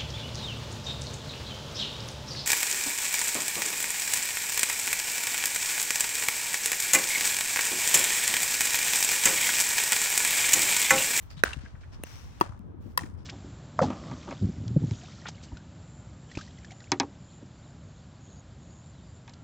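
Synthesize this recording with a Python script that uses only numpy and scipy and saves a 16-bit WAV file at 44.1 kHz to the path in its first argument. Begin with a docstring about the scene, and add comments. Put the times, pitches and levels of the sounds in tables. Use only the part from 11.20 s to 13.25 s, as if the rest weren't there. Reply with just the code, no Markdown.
"""Pickleball on an outdoor hard court.

Heard beside the near baseline, the far paddle pops, the hollow ball bounces close by and the near
paddle returns it. Each impact excites damped modes, which fences and trees reflect and scatter.
Shoes scuff and thud, a few small ticks sound, and light wind touches the microphone
over a distant rumble."""
import sys
import numpy as np
from scipy import signal
from scipy.fft import rfft, irfft
from scipy.io import wavfile

SR = 44100
rng = np.random.default_rng(int(sys.argv[2]) if len(sys.argv) > 2 else 0)


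def dump(signal):
    """Clip the signal to [-1, 1] and save it as 16-bit WAV at the path in sys.argv[1]."""
    limited = np.clip(np.atleast_2d(signal).T, -1, 1)
    pcm = np.round(limited * 32767).astype(np.int16)
    wavfile.write(sys.argv[1], SR, pcm)


N = 90404
T = np.arange(N) / SR
FREQS = np.maximum(np.fft.rfftfreq(N, 1 / SR), 1)

# Modes of struck bodies. Each row: frequency in Hz, level in dB, T60 in seconds, pan in dB.
# T60 is the time to decay by 60 dB; pan is the left level minus the right.
FAR_PADDLE = [(265, -22, 0.021, 0), (439.3, -1.5, 0.0077, 3), (1230, -17, 0.013, -18.5),
              (1599, -8, 0.013, -15), (1747, -6, 0.0056, -26.5), (2113, -19.5, 0.0042, 6.5),
              (2490, -17, 0.009, 16), (3930, -15.5, 0.0064, -5.5), (5320, -28.5, 0.01, 15.5),
              (6160, -24.5, 0.011, -11), (8450, -28.5, 0.0055, -1), (9930, -30.5, 0.008, -7.5),
              (13800, -33.5, .003, -6)]
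BALL_ON_COURT = [(219.7, -6.5, 0.011, -2), (319, -9.5, 0.028, 3), (985, -3.5, 0.022, 7),
                 (1148, 2, 0.013, 4), (1834, -13, 0.017, 0), (2694, -20, 0.012, 8.5),
                 (3320, -28.5, 0.02, 8.5), (4610, -23, 0.01, 12), (4840, -29, 0.009, 15),
                 (6170, -36, 0.0098, 23.5), (9800, -48, 0.025, 22), (13800, -31, 0.0045, 3)]
NEAR_PADDLE = [(512, -22, 0.024, 6), (1015, -12, 0.027, 9), (1092, 0.5, 0.013, 6.5),
               (1368, -17.5, 0.02, -9), (1842, 1, .011, 2.5), (2630, -22.5, 0.016, 5.5),
               (3210, -16.5, 0.01, 10), (3860, -18.5, 0.013, 4.5), (4480, -23, 0.015, 8),
               (4760, -15, 0.0097, 6), (5180, -13, .011, 8), (6360, -37, 0.011, 9.5),
               (8900, 5.5, 0.0017, 3), (9200, -33, 0.015, 0), (13570, -18, 0.0064, 3),
               (16000, -47, .005, -16)]
TICK_MODES = [(297.5, -23, 0.0095, -9), (480, -20.5, 0.0082, -2.5), (1930, -24, 0.0047, -2),
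              (2740, -28, 0.017, -4), (4020, -42, 0.014, 2), (6400, -44, 0.027, 5), (9550, -24, 0.0028, 2),
              (15500, -23.5, 0.0016, -15)]
# Blows of the ball. Each row: start in seconds, modes, ring level in dB, lead of the left ear in ms,
# swell in seconds, crack level in dB, fence tail gain in dB, its T60 in seconds, its treble in dB,
# tree tail gain in dB.
IMPACTS = [(.2362, FAR_PADDLE, 3, -0.2, 0.0021, -25, -11.5, 0.36, 0.5, -23.5),
           (1.2106, BALL_ON_COURT, -3, 0.32, 0.0018, -32.5, -17.5, 0.4, 1, -30.5),
           (1.7751, NEAR_PADDLE, -1, 0.27, 0.0047, -23.5, -13, 0.3, -2.5, -23.5)]
# Echoes of the latest blow. Each row: arrival in seconds, gain in dB, pan in dB, band centre in Hz.
REFLECTIONS = [(0.249, -27, 6, 1920), (0.2596, -18.5, 17, 1220), (0.2648, -33, -7, 1600),
               (0.2689, -16.5, 3, 1200), (0.2784, -27, -18, 1390), (.2948, -33.5, 18, 1360),
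               (0.3073, -41, 30, 1600), (0.3113, -27.5, -9, 1190), (.3255, -33, 0, 1210),
               (0.3410, -30, 14, 1280), (0.4535, -37.5, 3, 1570), (.4600, -31, 2, 1550),
               (0.5528, -38, 5.5, 1520), (0.6345, -36, -6, 1740), (1.2272, -23, 6, 2250),
               (1.2532, -33, 17, 1100), (1.2598, -34.5, 4, 900), (1.2638, -35.5, 13, 1340),
               (1.3228, -37.5, 9, 1190), (1.3448, -39.5, 7, 1100), (1.7904, -12, 1, 2250),
               (1.8178, -27.5, 18, 1000), (1.8346, -23, 7, 2100), (1.8632, -37, -14, 2400)]
# Small ticks. Each row: start in seconds, level in dB, pan in dB, low cut in Hz, high cut in Hz,
# relative level of the bare click in dB.
TICK_EVENTS = [(0.3308, -1.5, 16, 2360, 4250, -26), (0.3341, -0.5, 6, 2050, 5540, -15.5),
               (0.8364, -3.5, 8, 116, 18800, -24.5), (1.2020, -15, -2, 910, 12900, -19),
               (1.393, -40.5, -10, 900, 13200, -3.5)]
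# Sliding soles. Each row: start, rise, hold and T60 in seconds, level in dB, pan in dB,
# top-octave gain in dB, height of a spectral peak in dB, its centre in Hz.
SOLE_SLIDES = [(0., 0.028, .0, 0.19, -57, -0.5, 17.5, -8, 5000),
               (0.1, 0.0024, 0.0082, 0.19, -51.5, 0.5, 2, 10.5, 4740),
               (0.168, 0.0016, 0.028, 0.094, -53.5, 6.5, -7.5, 9, 3780),
               (0.403, 0.0091, 0.07, 0.25, -61, 4.5, -24, 2.5, 4800),
               (0.717, 0.009, 0.025, 0.1, -56, 2.5, -3, 9, 5260),
               (0.819, 0.052, 0.083, 0.94, -54, 5, 7, 7.5, 5730),
               (1.597, 0.032, 0.078, 0.64, -68.5, 1, 12, 2, 5070),
               (1.976, 0.013, 0.003, .4, -69.5, 10, -14.5, 7, 5100),
               (.605, 0.0061, 0.015, 0.16, -61.5, 0.5, -15, 2, 4200)]
# Footfalls. Each row: start in seconds, frequency in Hz, level in dB, T60 in seconds, pan in dB.
FOOTFALLS = [(0.169, 147.7, -35, 0.098, 9.5), (0.274, 64.4, -31.5, 0.18, -2),
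             (0.362, 57.5, -33.5, 0.25, 19.5), (0.366, 208, -25.5, 0.024, 11),
             (.372, 126, -23, 0.031, 12.5), (0.435, 218, -32.5, 0.029, 16.5), (.540, 95, -25, 0.032, 8),
             (0.797, 215, -17, 0.0098, 0.5), (1.293, 101, -26, 0.053, 12.5), (1.395, 204, -35.5, 0.059, 16),
             (1.541, 323, -38, 0.026, 25), (1.658, 259, -26, 0.016, 15.5), (1.834, 281, -28, 0.035, 16.5),
             (1.839, 177, -38, 0.078, 19), (1.937, 84, -35.5, 0.13, 17)]
# Spectra of the noises. Each row: frequency in Hz, relative level in dB.
CRACK_SPECTRUM = [(800, -13), (2500, -17.5), (6000, -10), (7300, -20.5), (9000, -5), (11300, -26.5),
                  (13800, -12), (16000, -8.5)]
TAIL_SPECTRUM = [(100, -7), (400, -1.5), (1000, -2), (2000, -8.5), (6000, 3.5), (10000, 1.5),
                 (11500, -30.5), (14000, -4), (16000, -6)]
HISS_SPECTRUM = [(300, 11), (800, 14), (1800, 14.5), (3500, 10.5), (4600, 8), (5700, 8.5), (8000, 1.5),
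                 (10000, -3), (11500, -41.5), (14000, -2), (16000, -11.5)]
RUMBLE_SPECTRUM = [(15, -58.5), (25, -8), (38, 12.5), (92, 14.5), (130, 3.5), (427, -16.5), (545, -17),
                   (1040, -17), (1160, -18), (1650, -25), (2000, -33.5), (3620, -40), (16000, -93)]
WIND_SPECTRUM = [(30, -22), (80, 1), (170, 4), (350, -7), (600, -17.5), (1200, -44), (4000, -59.5)]
# Envelopes of the faint hiss and the wind. Each row: time in seconds, level in dB.
HISS_LEVELS = [(0, -66.5), (.5, -69.5), (.8, -67.5), (1.25, -60), (1.42, -111), (2.05, -94.5)]
WIND_LEVELS = [(0, -70.5), (1.35, -60), (1.43, -54.5), (1.52, -47.5), (1.6, -49.5), (1.66, -45.5),
               (1.79, -51.5), (1.85, -43), (2.05, -52.5)]

CONTACT_S, QUICK_HZ = 0.00038, 2700  # modes are driven while the ball touches; higher ones swell sooner
LEAD_BELOW_HZ = 7000  # higher modes reach both ears together
CRACK_T60_S = 0.031
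REBOUND_S, REBOUND_DB = 0.00536, -9.5  # the bounce sounds a second time at once
TAIL_DELAY_S, TAIL_RISE_S, TAIL_FLUTTER_DB, TAIL_PAN_DB = 0.011, 0.0037, 3, 2.5
TREE_T60_S, TREE_TREBLE_DB = 1, -12
ECHO_WIDTH, ECHO_SPREAD = 0.85, 0.21  # bandwidth over band centre; smear T60 over delay
SCATTER_DB, SCATTER_AT_S = -2, 0.11  # scattered part against the clean one, at this delay
SOLE_WIDTH_HZ, GRIT_HZ, GRIT_DB, FOOT_SWELL_S = 580, 500, 2.5, 0.0036
RUMBLE_DB, RUMBLE_PAN_DB, BREEZE_DB, BREEZE_HZ = -43.5, 1.5, 1, 8
WIND_FLUTTER_DB, WIND_PAN_DB = 2.5, 9
LOW_CUT_HZ, HIGH_CUT_HZ = 54, 16300


def ball_impacts():
    """Impact excitation: each blow gives a broadband crack and a brief ring, which the court reflects."""
    out = 0
    ends = [row[0] for row in IMPACTS[1:]] + [np.inf]
    for (start, modes, db, lead_ms, swell_s, crack_db, *tail), end in zip(IMPACTS, ends):
        crack = undb(crack_db) * noise(colour(CRACK_SPECTRUM)) * fade(T, CRACK_T60_S)
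        direct = undb(db) * ring(modes, lead_ms, swell_s) + crack
        out = out + later(direct + court_tail(direct, *tail), start)
        if modes is BALL_ON_COURT:
            out += undb(REBOUND_DB) * later(direct, start + REBOUND_S)
        centred = undb(db) * ring(modes, 0, swell_s).mean(axis=0) + crack
        for arrival, echo_db, side, hz in REFLECTIONS:
            if start < arrival < end:
                band = 1 / (1 + ((FREQS / hz - hz / FREQS) / ECHO_WIDTH) ** 2)
                echo = later(scattered(centred, arrival - start), arrival)
                out += undb(echo_db) * pan(side) * shape(echo, band)
    return out


def ring(modes, lead_ms=0, swell_s=0.00078):
    """Modal superposition: a struck body sounds as a sum of damped sinusoids; one ear may lead."""
    out = 0
    ear_lag_s = np.maximum([[-lead_ms], [lead_ms]], 0) / 1000
    for hz, db, t60, side in modes:
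        t = np.maximum(T[:N // 4] - ear_lag_s * (hz < LEAD_BELOW_HZ), 0)
        swell = 1 - np.exp(-(t * (1 + hz / QUICK_HZ) / swell_s) ** 2)
        decay = fade(np.hypot(t, CONTACT_S) - CONTACT_S, t60)
        out = out + undb(db) * pan(side) * np.sin(2 * np.pi * hz * t) * swell * decay
    return np.pad(out, ((0, 0), (0, N - N // 4)))


def court_tail(direct, fence_db, fence_t60, treble_db, tree_db):
    """Reverberation: dense scatter from the fences gives way to a faint, hollow return from trees."""
    swell = 1 - np.exp(-np.maximum(T - TAIL_DELAY_S, 0) / TAIL_RISE_S)
    flutter = undb(TAIL_FLUTTER_DB * wander(rate_hz=220))
    fences = spectral_envelope(direct, width_octaves=1) * shelf(2800, treble_db)
    trees = spectral_envelope(direct, width_octaves=0.2) * shelf(3400, TREE_TREBLE_DB)
    out = 0
    for db, t60, spectrum in [(fence_db, fence_t60, fences), (tree_db, TREE_T60_S, trees)]:
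        decay = fade(T, t60)
        diffuse = shape(rng.standard_normal((2, N)), spectrum * colour(TAIL_SPECTRUM))
        out = out + undb(db) * decay / np.linalg.norm(decay) * diffuse
    return out * swell * flutter * pan(TAIL_PAN_DB)


def scattered(x, delay_s):
    """Diffuse reflection: rough surfaces smear an echo in time and pitch; the farther, the more."""
    grains = rng.standard_normal(N) * fade(T, ECHO_SPREAD * delay_s)
    smear = shape(grains / np.linalg.norm(grains), spectral_envelope(x, width_octaves=1))
    share = undb(SCATTER_DB) * delay_s / SCATTER_AT_S
    return (x + share * smear) / np.hypot(1, share)


def ticks():
    """Impulse response: a click and its short ring, band-limited to a dull or bright tick."""
    body, out = ring(TICK_MODES), 0
    for start, db, side, low_hz, high_hz, click_db in TICK_EVENTS:
        tick = body + undb(click_db) * signal.unit_impulse(N)
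        band = signal.butter(2, [low_hz, high_hz], "band", fs=SR, output="sos")
        out = out + undb(db) * pan(side) * signal.sosfilt(band, later(tick, start))
    return out


def shoe_scuffs():
    """Sliding friction: soles hiss over the court, and its grit modulates the amplitude."""
    out, grit = 0, undb(GRIT_DB * wander(GRIT_HZ))
    for start, rise, hold, t60, db, side, top_db, peak_db, peak_hz in SOLE_SLIDES:
        peak = np.exp(-((FREQS - peak_hz) / SOLE_WIDTH_HZ) ** 2)
        spectrum = colour(HISS_SPECTRUM) * undb(peak_db * peak) * shelf(9500, top_db)
        envelope = np.clip((T - start) / rise, 0, 1) * fade(T - start - rise - hold, t60)
        out = out + undb(db) * pan(side) * grit * envelope * noise(spectrum)
    return out


def foot_thuds():
    """Damped oscillation: each landing foot excites a single low mode."""
    return sum(later(ring([(hz, db, t60, side)], swell_s=FOOT_SWELL_S), start)
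               for start, hz, db, t60, side in FOOTFALLS)


def outdoors():
    """Ambient noise: wind flutters on the microphone, mostly left, over distant rumble and hiss."""
    rumble_db = RUMBLE_DB + BREEZE_DB * wander(BREEZE_HZ)
    rumble = undb(rumble_db) * pan(RUMBLE_PAN_DB) * noise(colour(RUMBLE_SPECTRUM))
    hiss_db = np.interp(T, *np.array(HISS_LEVELS).T)
    hiss = undb(hiss_db) * pan(3) * noise(colour(HISS_SPECTRUM))
    wind_db = np.interp(T, *np.array(WIND_LEVELS).T) + WIND_FLUTTER_DB * wander(rate_hz=15)
    wind = undb(wind_db) * pan(WIND_PAN_DB) * noise(colour(WIND_SPECTRUM))
    return rumble + hiss + wind


def undb(db):
    """Amplitude ratio for a level in decibels."""
    return 10 ** (np.asarray(db) / 20)


def pan(db):
    """Left and right gains for an interaural level difference."""
    return undb(np.array([[db], [-db]]) / 2)


def fade(t, t60):
    """Exponential decay from t = 0."""
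    return np.exp(-np.log(1000) * np.maximum(t, 0) / t60)


def later(x, seconds):
    """Pure delay of a stereo sound."""
    samples = int(np.clip(round(seconds * SR), 0, N))
    return np.pad(x, ((0, 0), (samples, 0)))[:, :N]


def shape(x, gain):
    """Filtering by multiplication of the spectrum."""
    return irfft(rfft(x) * gain, N)


def colour(points):
    """Frequency response interpolated through (Hz, dB) points."""
    hz, db = np.array(points).T
    return undb(np.interp(np.log(FREQS), np.log(hz), db))


def shelf(hz, db):
    """Shelving response that raises or lowers everything above a corner."""
    return undb(db / (1 + (hz / FREQS) ** 8))


def spectral_envelope(x, width_octaves):
    """Magnitude spectrum, with the power smoothed over log frequency."""
    octaves = np.linspace(0, np.log2(SR / 2), 3000)
    power = np.interp(2 ** octaves, FREQS, np.mean(abs(rfft(x)) ** 2, axis=0))
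    window = np.exp(-.5 * ((octaves - octaves.mean()) / (width_octaves / 2)) ** 2)
    smoothed = np.convolve(power, window / window.sum(), "same")
    return np.sqrt(np.interp(np.log2(FREQS), octaves, smoothed))


def noise(spectrum):
    """Uncorrelated left and right noise of unit variance."""
    x = shape(rng.standard_normal((2, N)), spectrum)
    return x / x.std()


def wander(rate_hz):
    """Low-pass noise of about unit variance, for random modulation."""
    return noise(np.exp(-(FREQS / rate_hz) ** 2))[0]


def scene():
    """Superposition: the pressures of the rally and its surroundings add."""
    return ball_impacts() + ticks() + shoe_scuffs() + foot_thuds() + outdoors()


def record(dry):
    """Band limiting: the recorder cuts the deepest bass and the highest treble."""
    high_pass = signal.butter(2, LOW_CUT_HZ, "high", fs=SR, output="sos")
    low_pass = signal.ellip(10, .1, 80, HIGH_CUT_HZ, fs=SR, output="sos")
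    return signal.sosfilt(low_pass, signal.sosfilt(high_pass, dry))


dry = scene()
out = record(dry)
dump(out)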